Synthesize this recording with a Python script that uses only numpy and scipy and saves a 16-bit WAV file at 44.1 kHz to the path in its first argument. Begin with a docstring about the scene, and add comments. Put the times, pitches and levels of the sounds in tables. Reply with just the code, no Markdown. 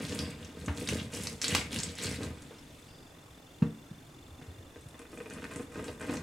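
"""Citrus pressed by hand

Citrus halves are twisted on a plastic juicer that stands on a glass in a small kitchen: a soft lemon, then a hard lime.
Pulp squishes as trains of short rising bubble tones; pops and faint rustles add tones and puffs of noise.
The rind bumps and slips over the ribs, ringing worktop, glass and plastic as dying sines; a spent half is dropped.
Under it lie a hush of shaped noise, a faint whistle that comes and goes and a steady ticking."""
import sys
import numpy as np
from scipy import signal
from scipy.io import wavfile
from scipy.ndimage import uniform_filter1d

SR = 44100
rng = np.random.default_rng(int(sys.argv[2]) if len(sys.argv) > 2 else 0)


def put_to_file(sound):
    """Save the sound as 16-bit audio at rate SR, in the file named by the first command-line argument."""
    columns = np.atleast_2d(sound).T  # one column per channel
    safe = np.clip(columns, -1, 1)
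    whole_steps = np.round(safe * 32767)
    wavfile.write(sys.argv[1], SR, whole_steps.astype(np.int16))


def elevation(decibels):
    """Turn decibel levels (scalar or array-like) into linear amplitude ratios."""
    levels = np.asarray(decibels, float)
    return 10 ** (levels / 20)


N = 274302  # length [samples]


def evened(x):
    """Scales to rms 1."""
    return x / np.sqrt(np.mean(x ** 2) + 1e-20)


def read(points, hz):
    """Reads a spectrum table on a log-frequency axis."""
    f, value = np.transpose(points)
    return np.interp(np.log(hz + 1), np.log(f + 1), value)


def add(mix, s, sound):
    """Mixes a sound in at s seconds."""
    part = mix[round(s * SR):][:len(sound)]
    part += sound[:len(part)]


def wander(step):
    """A slow random curve with a fresh normal value every step samples."""
    return np.interp(np.arange(N), np.arange(0, N + step, step), rng.standard_normal(N // step + 2))


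def paired(shape, likeness, size):
    """Two channels of noise from a bins x frames magnitude, alike as far as the table says."""
    a, b, c, d = rng.standard_normal((4,) + shape.shape[::-1]).transpose(0, 2, 1)
    same = np.clip(read(likeness, np.fft.rfftfreq(size, 1 / SR)), 0, 1)[:, None]
    mid = np.sqrt(1 + same) * (a + 1j * b)
    side = np.sqrt(1 - same) * (c + 1j * d)
    return signal.istft(np.array([mid + side, mid - side]) * shape, nperseg=size)[1]


def clicks(per_s, spread_db):
    """Sparse random clicks of either sign; a few are large."""
    chance, size, sign = rng.random((3, N))
    strength = elevation(spread_db * np.minimum(-np.log(size + 1e-9), 4))
    return (chance < per_s / SR) * strength * np.sign(sign - 0.5)


def ring(modes, damping):
    """Dying sines of a struck body, all starting from rest; damping shortens every decay."""
    t = np.arange(SR // 2) / SR
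    return -sum(elevation(db - 60 * t * damping / t60) * np.sin(2 * np.pi * hz * t) for hz, db, t60 in modes)


def shaken(modes, per_s, spread_db, soft, damping):
    """Random bumps, rounded over soft samples, ring a body at a steady mean level."""
    bumps = signal.oaconvolve(clicks(per_s, spread_db), signal.windows.hann(soft))[:N]
    rung = signal.oaconvolve(bumps, ring(modes, damping))[:N]
    return rung / np.sqrt(uniform_filter1d(rung ** 2, 8000) + 1e-12)


def bubble(hz, turns, glide):
    """A few dying cycles; glide raises the pitch as the bubble opens."""
    u = np.arange(int(3 * turns * SR / hz) + 8) * hz / SR / turns
    envelope = (1 - np.exp(-u * 12)) * np.exp(-2.2 * u)
    return envelope * np.sin(2 * np.pi * turns * (u + glide * u ** 2))


def spray(low_hz, high_hz, t60):
    """A dying puff of noise in one band, a quarter of a second at most."""
    band = signal.butter(2, [low_hz, min(high_hz, 15000)], "bandpass", fs=SR, output="sos")
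    t = np.arange(SR // 4) / SR
    return evened(signal.sosfilt(band, rng.standard_normal(len(t)))) * elevation(-60 * t / t60)


# colour of the room's hush: (frequency [Hz], relative level [dB])
HUSH_COLOUR = [(15, -18), (25, -1), (157, 2.5), (217, -9.5), (256, 4.5), (363, -4), (1160, -12.5),
               (2410, -17), (3520, -18.5), (4610, -22), (7310, -21.5), (16000, -33)]
# left-right likeness of the hush: (frequency [Hz], likeness [0 to 1])
HUSH_LIKENESS = [(60, 1), (180, 1), (550, 0.76), (1650, 0.29), (4970, 0.61), (15000, 1)]


def hush():
    """Air and appliances of the house with a fine hiss: shaped noise in faint drifting patches."""
    level_db = -53.5  # rms
    frames, hz = N // 1024 + 3, np.fft.rfftfreq(2048, 1 / SR)
    grain = rng.standard_normal((frames, 1025))
    patches = evened(uniform_filter1d(uniform_filter1d(grain, 4, 0), 9, 1)).T
    magnitude = elevation(read(HUSH_COLOUR, hz)[:, None] + 1.5 * patches)
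    return elevation(level_db) * evened(paired(magnitude, HUSH_LIKENESS, size=2048)[:, :N])


def whistle():
    """A faint narrow whistle in the room comes and goes: band noise at a wandering level."""
    band = signal.butter(2, [2700, 2830], "bandpass", fs=SR, output="sos")
    level_db = -78.5 + 3.7 * wander(1800)
    return elevation(level_db) * evened(signal.sosfilt(band, rng.standard_normal(N)))


def ticking():
    """A small motor close by gives a short pure pip at an even rate, each of its own strength."""
    ticks_per_s, first_tick_s, pip_hz, pip_width_s = 25, 0.029, 3520, 0.004
    t = np.arange(N) / SR
    beats = (t - first_tick_s) * ticks_per_s + 0.5
    since_s = (beats % 1 - 0.5) / ticks_per_s
    count = np.floor(beats).astype(int)
    strength = elevation(1.2 * rng.standard_normal(count.max() + 2))[count]
    pip = np.exp(-(since_s / pip_width_s) ** 2) * np.cos(2 * np.pi * pip_hz * since_s)
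    balance = elevation(np.array([[1.2], [-1.2]]))  # a little to the left
    return elevation(-56.5) * strength * pip * balance


# echo decay of the kitchen: (frequency [Hz], t60 [s])
KITCHEN_DECAY = [(120, 0.35), (600, 0.33), (2300, 0.24), (12000, 0.2)]
# left-right likeness of the echo: (frequency [Hz], likeness [0 to 1])
ECHO_LIKENESS = [(60, 1), (250, 1), (700, 0.79), (2500, 0.066), (8000, 0.72), (13000, 1)]


def kitchen(x):
    """Noise tails, each band dying at its own speed, after a short gap."""
    hz, t = np.fft.rfftfreq(256, 1 / SR), np.arange(200) * 128 / SR
    thin = (hz / (hz + 500))[:, None]  # the worktop carries the bass directly, so the echo has little
    tail = paired(thin * elevation(-60 * t / read(KITCHEN_DECAY, hz)[:, None]), ECHO_LIKENESS, size=256)
    tail = np.pad(tail / np.linalg.norm(tail[0]), ((0, 0), (70, 0)))
    return signal.fftconvolve(x[None], tail, axes=1)[:, :N]


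# turns of the wrist with the fruit on the cone:
# (start [s], length [s], juice level [dB], fine spray over coarse bubbles [dB], load level [dB])
STROKES = [(0, 0.12, -46.5, -4, -41), (0.127, 0.17, -48.5, -3.5, -39.5), (0.39, 0.11, -57, -4, -48.5),
           (0.562, 0.32, -60, 0, -48), (0.766, 0.2, -50, 0.5, -45.5), (0.884, 0.11, -43.5, -2, -37),
           (1.131, 0.18, -46.5, 2, -43), (1.426, 0.18, -37.5, -8.5, -48), (1.491, 0.095, -51, 9.5, -37.5),
           (1.721, 0.15, -44, -0.5, -40.5), (1.981, 0.092, -42, -5, -53.5), (2.021, 0.11, -44.5, 1.5, -39),
           (2.208, 0.07, -53, 1.5, -38), (2.365, 0.5, -63, -2.5, -62.5), (4.413, 0.083, -74, 3, -57),
           (5.108, 0.18, -69, 3, -60), (5.316, 0.12, -60, -2, -47), (5.429, 0.023, -66, 11, -59),
           (5.507, 0.12, -60.5, 4, -47.5), (5.725, 0.05, -66.5, 7, -51), (5.756, 0.11, -60.5, 5, -44.5),
           (5.854, 0.075, -65, 7.5, -48), (6.008, 0.17, -59.5, 2.5, -44), (6.096, 0.054, -52.5, 5, -38)]
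LIME_S = 3  # strokes from here on press the hard lime, those before it the soft lemon


def control(level_db, shape):
    """Every stroke rises, sags and falls by one rule; overlapping strokes add in power."""
    lime_stops_faster = 1.56  # the dry, hard lime grips and lets go in jerks
    delay, rise, sag_db, fall = shape
    start, length = np.array(STROKES)[:, :2].T[:, :, None]
    fall = fall * np.where(start < LIME_S, 1, lime_stops_faster)
    t = np.arange(0, N, 64) / SR
    since = t - start - delay
    db = level_db[:, None] + rise * np.minimum(since, 0)
    db = db - sag_db * np.clip(since / length, 0, 1)
    db = db - fall * np.maximum(since - length, 0)
    total = np.sqrt((elevation(np.maximum(db, -200)) ** 2).sum(0))
    return np.interp(np.arange(N) / SR, t, total)


def loaded(over_db, shape):
    """How hard the load of the hand drives one body."""
    rows = np.array(STROKES)
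    return control(rows[:, 4] + np.where(rows[:, 0] < LIME_S, *over_db), shape)


# modes of worktop and glass: (frequency [Hz], level [dB], t60 at damping 1 [s])
WORKTOP = [(79, -5, 0.36), (90.5, 2, 0.34), (122, 11.5, 0.055), (161.9, -1, 0.24), (181.5, 5.5, 0.081),
           (219.8, -5.5, 0.42)]
GLASS = [(258.5, 1.5, 0.21), (287.7, 5.5, 0.23), (327, 9.5, 0.11), (435.8, 4, 0.16), (470, 5.5, 0.19),
         (617, -9, 0.14)]
# how each body follows a stroke: (delay [s], rise [dB/s], sag over the stroke [dB], fall for the lemon [dB/s])
WORKTOP_SHAPE = (0.048, 240, 8.5, 96)
GLASS_SHAPE = (0.01, 310, 4.8, 180)
# drive of each body over the load: (lemon [dB], lime [dB])
WORKTOP_OVER = (2.5, -1.5)
GLASS_OVER = (-1, 0.5)


def rumble():
    """The rind bumps over the ribs; each soft bump shakes worktop and glass."""
    worktop = shaken(WORKTOP, 260, spread_db=5.0, soft=52, damping=0.9)
    glass = shaken(GLASS, 200, spread_db=3.0, soft=29, damping=3.36)
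    return loaded(WORKTOP_OVER, WORKTOP_SHAPE) * worktop + loaded(GLASS_OVER, GLASS_SHAPE) * glass


# modes of the plastic juicer: (frequency [Hz], level [dB], t60 at damping 1 [s])
JUICER = [(647, 3.5, 0.043), (1058, -1, 0.063), (1274, 5.5, 0.022), (1562, 9.5, 0.013),
          (1843, 10.5, 0.0084), (2070, 5, 0.0057), (2420, 0.5, 0.049), (2503, -9.5, 0.04)]
# how the slips follow a stroke: (delay [s], rise [dB/s], sag over the stroke [dB], fall for the lemon [dB/s])
SLIP_SHAPE = (0.0022, 560, 7.4, 77)
# drive of the plastic over the load: (lemon [dB], lime [dB])
SLIP_OVER = (-10, -5)


def slips():
    """Uneven little slips of the peel ring the plastic."""
    return loaded(SLIP_OVER, SLIP_SHAPE) * shaken(JUICER, 900, spread_db=4.0, soft=5, damping=0.9)


# the hard lime slips one rib and grips again: (time [s], plastic level [dB], glass over plastic [dB])
JERKS = [(4.7595, -39, -1), (4.9436, -40, -2), (4.994, -39, -2), (5.017, -40.5, -2), (5.0539, -38.5, -10),
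         (5.1301, -38.5, 2), (5.1746, -36.5, -0.5), (5.203, -32, -1.5), (5.2589, -37, -3.5),
         (5.2985, -44, 2.5), (5.3083, -33.5, -11), (5.362, -42, -13), (5.385, -33.5, -7), (5.4211, -35, -6),
         (5.442, -26.5, -13.5), (5.5125, -34.5, -12), (5.5594, -32.5, -3), (5.5961, -34, 3.5),
         (5.757, -38.5, 1.5), (5.7943, -31.5, -3.5), (5.8405, -37, -6), (5.8821, -32, 0.5),
         (5.9974, -39, -7), (6.0085, -32, -15), (6.0271, -31.5, -11), (6.14, -39, 7), (6.1694, -34, -18)]


def jerks():
    """A sharp click and a few aftershocks ring plastic and glass until the grip mutes them."""
    grip_s, release_s = 0.021, 0.0023
    out, t = np.zeros(N), np.arange(SR // 10) / SR
    muted = np.exp(-np.maximum(t - grip_s, 0) / release_s)
    for s, db, glass_db in JERKS:
        sparse = rng.standard_normal(900) * (rng.random(900) < 0.03)
        shocks = 0.54 * sparse * np.exp(-np.arange(900) / SR / 0.01)
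        shocks[0] = 1
        # every jerk excites the modes in another balance
        modes = [(hz, mode_db + 2.5 * rng.standard_normal(), t60) for hz, mode_db, t60 in JUICER]
        plastic = signal.oaconvolve(ring(modes, damping=1.07), shocks)[:len(t)]
        soft_shocks = signal.oaconvolve(shocks, np.diff(signal.windows.hann(50)))
        glass = signal.oaconvolve(ring(GLASS, damping=0.49), soft_shocks)[:len(t)]
        both = plastic / abs(plastic).max() + elevation(glass_db) * glass / abs(glass).max()
        add(out, s, muted * elevation(db) * both)
    return out


# blows and jerks on juicer or worktop:
# (time [s], thud level [dB], favoured low pitch [Hz], plastic ringing over the thud [dB])
KNOCKS = [(0.193, -30, 196, -22), (0.673, -26.5, 170, -27), (0.678, -25, 82.4, -4),
          (0.813, -31.5, 258, -25), (0.887, -29.5, 200, -16), (1.55, -42, 222, 14),
          (2.507, -42.5, 480, -3.5), (3.619, -13, 181.7, -23), (3.908, -35, 172, -47),
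          (3.975, -44, 198, -33), (4.301, -43.5, 86.5, -20), (4.411, -43.5, 141, -5),
          (4.469, -36.5, 90, -37), (4.581, -38.5, 105, -22), (4.764, -47, 79, -23), (4.853, -38, 122, -22),
          (6.091, -26, 282, -9)]


def knocks():
    """A soft bouncing push rings the low modes near its own pitch; glass and plastic chatter for a few ms."""
    out = np.zeros(N)
    for s, db, low_hz, hard_db in KNOCKS:
        u = np.arange(0, 1, low_hz / SR / 2.295)
        push = np.sin(np.pi * u) * np.sin(2 * np.pi * 2.383 * u)
        thud = signal.oaconvolve(ring(WORKTOP, damping=1.25) + ring(GLASS, damping=1.04), push)
        chatter = rng.standard_normal(900) ** 3 * np.exp(-np.arange(900) / SR / 0.013)
        chatter[0] += 8.0  # the first contact is usually the sharpest
        plastic = signal.oaconvolve(ring(JUICER, damping=7.2), chatter)
        rattle = signal.oaconvolve(ring(GLASS, damping=0.73), chatter)
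        add(out, s, elevation(db) * thud / abs(thud).max())
        add(out, s + 0.00268, elevation(db + 0.49 * hard_db - 4.0) * rattle / abs(rattle).max())
        add(out, s + 0.00289, elevation(db + hard_db) * plastic / abs(plastic).max())
        add(out, s + 0.00264, elevation(db + hard_db - 11.0) * spray(470, 1730, t60=0.24))  # wet slap of the peel
    return out


# colour of the squish: (frequency [Hz], relative level [dB])
SQUISH_COLOUR = [(1600, -1), (2500, 5.5), (4000, 1.5), (6500, -2), (9000, 4), (11500, -38), (14000, -32)]
# how juice and spray follow a stroke: (delay [s], rise [dB/s], sag over the stroke [dB], fall for the lemon [dB/s])
JUICE_SHAPE = (0.0043, 690, 3.6, 180)
SPRAY_SHAPE = (0.0019, 650, 4.8, 193)


def squish():
    """Dense bubbles of all sizes in short squirts; the small ones follow the fine spray."""
    out, rows = np.zeros(N), np.array(STROKES)
    juice = control(rows[:, 2], JUICE_SHAPE)
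    mist = control(rows[:, 2] + rows[:, 3], SPRAY_SHAPE)
    for hz in np.geomspace(1600, 14000, 24):
        clump = wander(250)  # squirts last a few ms
        drift = wander(2200)  # pockets of pulp change the colour
        bursts = clicks(160, 2.47) * elevation(4.0 * clump + 3.45 * drift)
        train = evened(signal.oaconvolve(bursts, bubble(hz, turns=3.2, glide=0.018))[:N])
        fine = np.clip(np.log2(hz / 4000) / 0.91, 0, 1)  # 0 = coarse bubble, 1 = fine spray
        level = elevation(read(SQUISH_COLOUR, hz) - 13.0) * np.sqrt(hz / 4000)
        out += level * juice ** (1 - fine) * mist ** fine * train
    return out


# a faint clink and rustles near 5 kHz: (time [s], level [dB], pitch [Hz], t60 [s])
RUSTLES = [(.19, -43, 4880, 0.36), (2.585, -55.5, 5300, .06), (2.88, -66.5, 4860, 2)]


def rustles():
    """A faint clink and rustles near 5 kHz: narrow dying noise."""
    out = np.zeros(N)
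    for s, db, hz, t60 in RUSTLES:
        add(out, s, elevation(db) * spray(hz / 1.05, hz * 1.05, t60))
    return out


def crack():
    """A pip snaps against a rib: a very short tone and a wide puff."""
    out, s, db = np.zeros(N), 1.5497, -2
    add(out, s, elevation(db) * bubble(2600, turns=1, glide=0))
    add(out, s, elevation(db - 12.5) * spray(750, 6300, t60=0.018))
    return out


# single bursting bubbles and tearing pulp: (time [s], relative level [dB], pitch [Hz])
POPS = [(0.051, -25, 4130), (0.095, -27, 4960), (0.123, -26, 3870), (0.1903, -17.5, 4230),
        (0.447, -31.5, 6200), (0.661, -26.5, 7360), (0.775, -29, 3980), (0.874, -17.5, 4400),
        (0.8883, -11, 2480), (1.136, -27, 8600), (1.2357, -22.5, 10500), (1.2707, -15, 4930),
        (1.4163, -15, 5300), (1.421, -18.5, 6030), (1.4425, -14.5, 4000), (1.448, -17.5, 4300),
        (1.4813, -12.5, 6600), (1.493, -27, 10500), (1.523, -26, 2460), (1.566, -17, 4100),
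        (1.73, -19, 3780), (1.761, -17, 3120), (1.788, -20, 5860), (1.801, -17.5, 6500),
        (1.8335, -15, 6860), (1.953, -29.5, 6550), (2.0447, -19, 3860), (2.068, -20.5, 3880),
        (2.232, -24.5, 3580), (2.4215, -34, 7800), (4.809, -41, 8700), (4.887, -36.5, 9500),
        (4.992, -37, 9100), (5.017, -39, 9090), (5.178, -39, 7200), (5.3, -32.5, 7050),
        (5.336, -32.5, 8900), (5.442, -34, 3750), (5.536, -34, 7940), (5.5602, -27.5, 8600),
        (5.843, -30, 7300), (5.882, -31.5, 3970), (6.013, -34, 7700), (6.141, -33.5, 6640),
        (6.17, -27.5, 5500)]


def pops():
    """Each bubble bursts in a few cycles and throws a spray around its pitch."""
    out, wide = np.zeros(N), 1.22
    for s, db, hz in POPS:
        add(out, s, elevation(db - 2.0) * bubble(hz, turns=2.6, glide=0.0095))
        add(out, s, elevation(db - 16.0) * spray(hz / wide, hz * wide, t60=0.03))
        add(out, s, elevation(db - 14.0) * spray(1340, 10300, t60=0.012))  # the skin tears with a wide click
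    # the pops carry nothing above 11 kHz
    return signal.sosfilt(signal.butter(6, 11000, fs=SR, output="sos"), out)


def scene():
    """All that the hands do, direct and echoed, over hush, ticking and whistle."""
    hands = rumble() + slips() + squish() + pops() + crack() + rustles() + knocks() + jerks()
    # small bodies radiate no deep bass
    hands = signal.sosfilt(signal.butter(6, 70, "highpass", fs=SR, output="sos"), hands)
    return hands + elevation(-3.0) * kitchen(hands) + hush() + ticking() + whistle()


def low_pass(x):
    """Removes everything above the highest recorded frequency."""
    return signal.sosfilt(signal.butter(12, 15830, fs=SR, output="sos"), x)


def record(dry):
    """Hands on the finished mix."""
    return low_pass(dry)


dry = scene()
out = record(dry)
put_to_file(out)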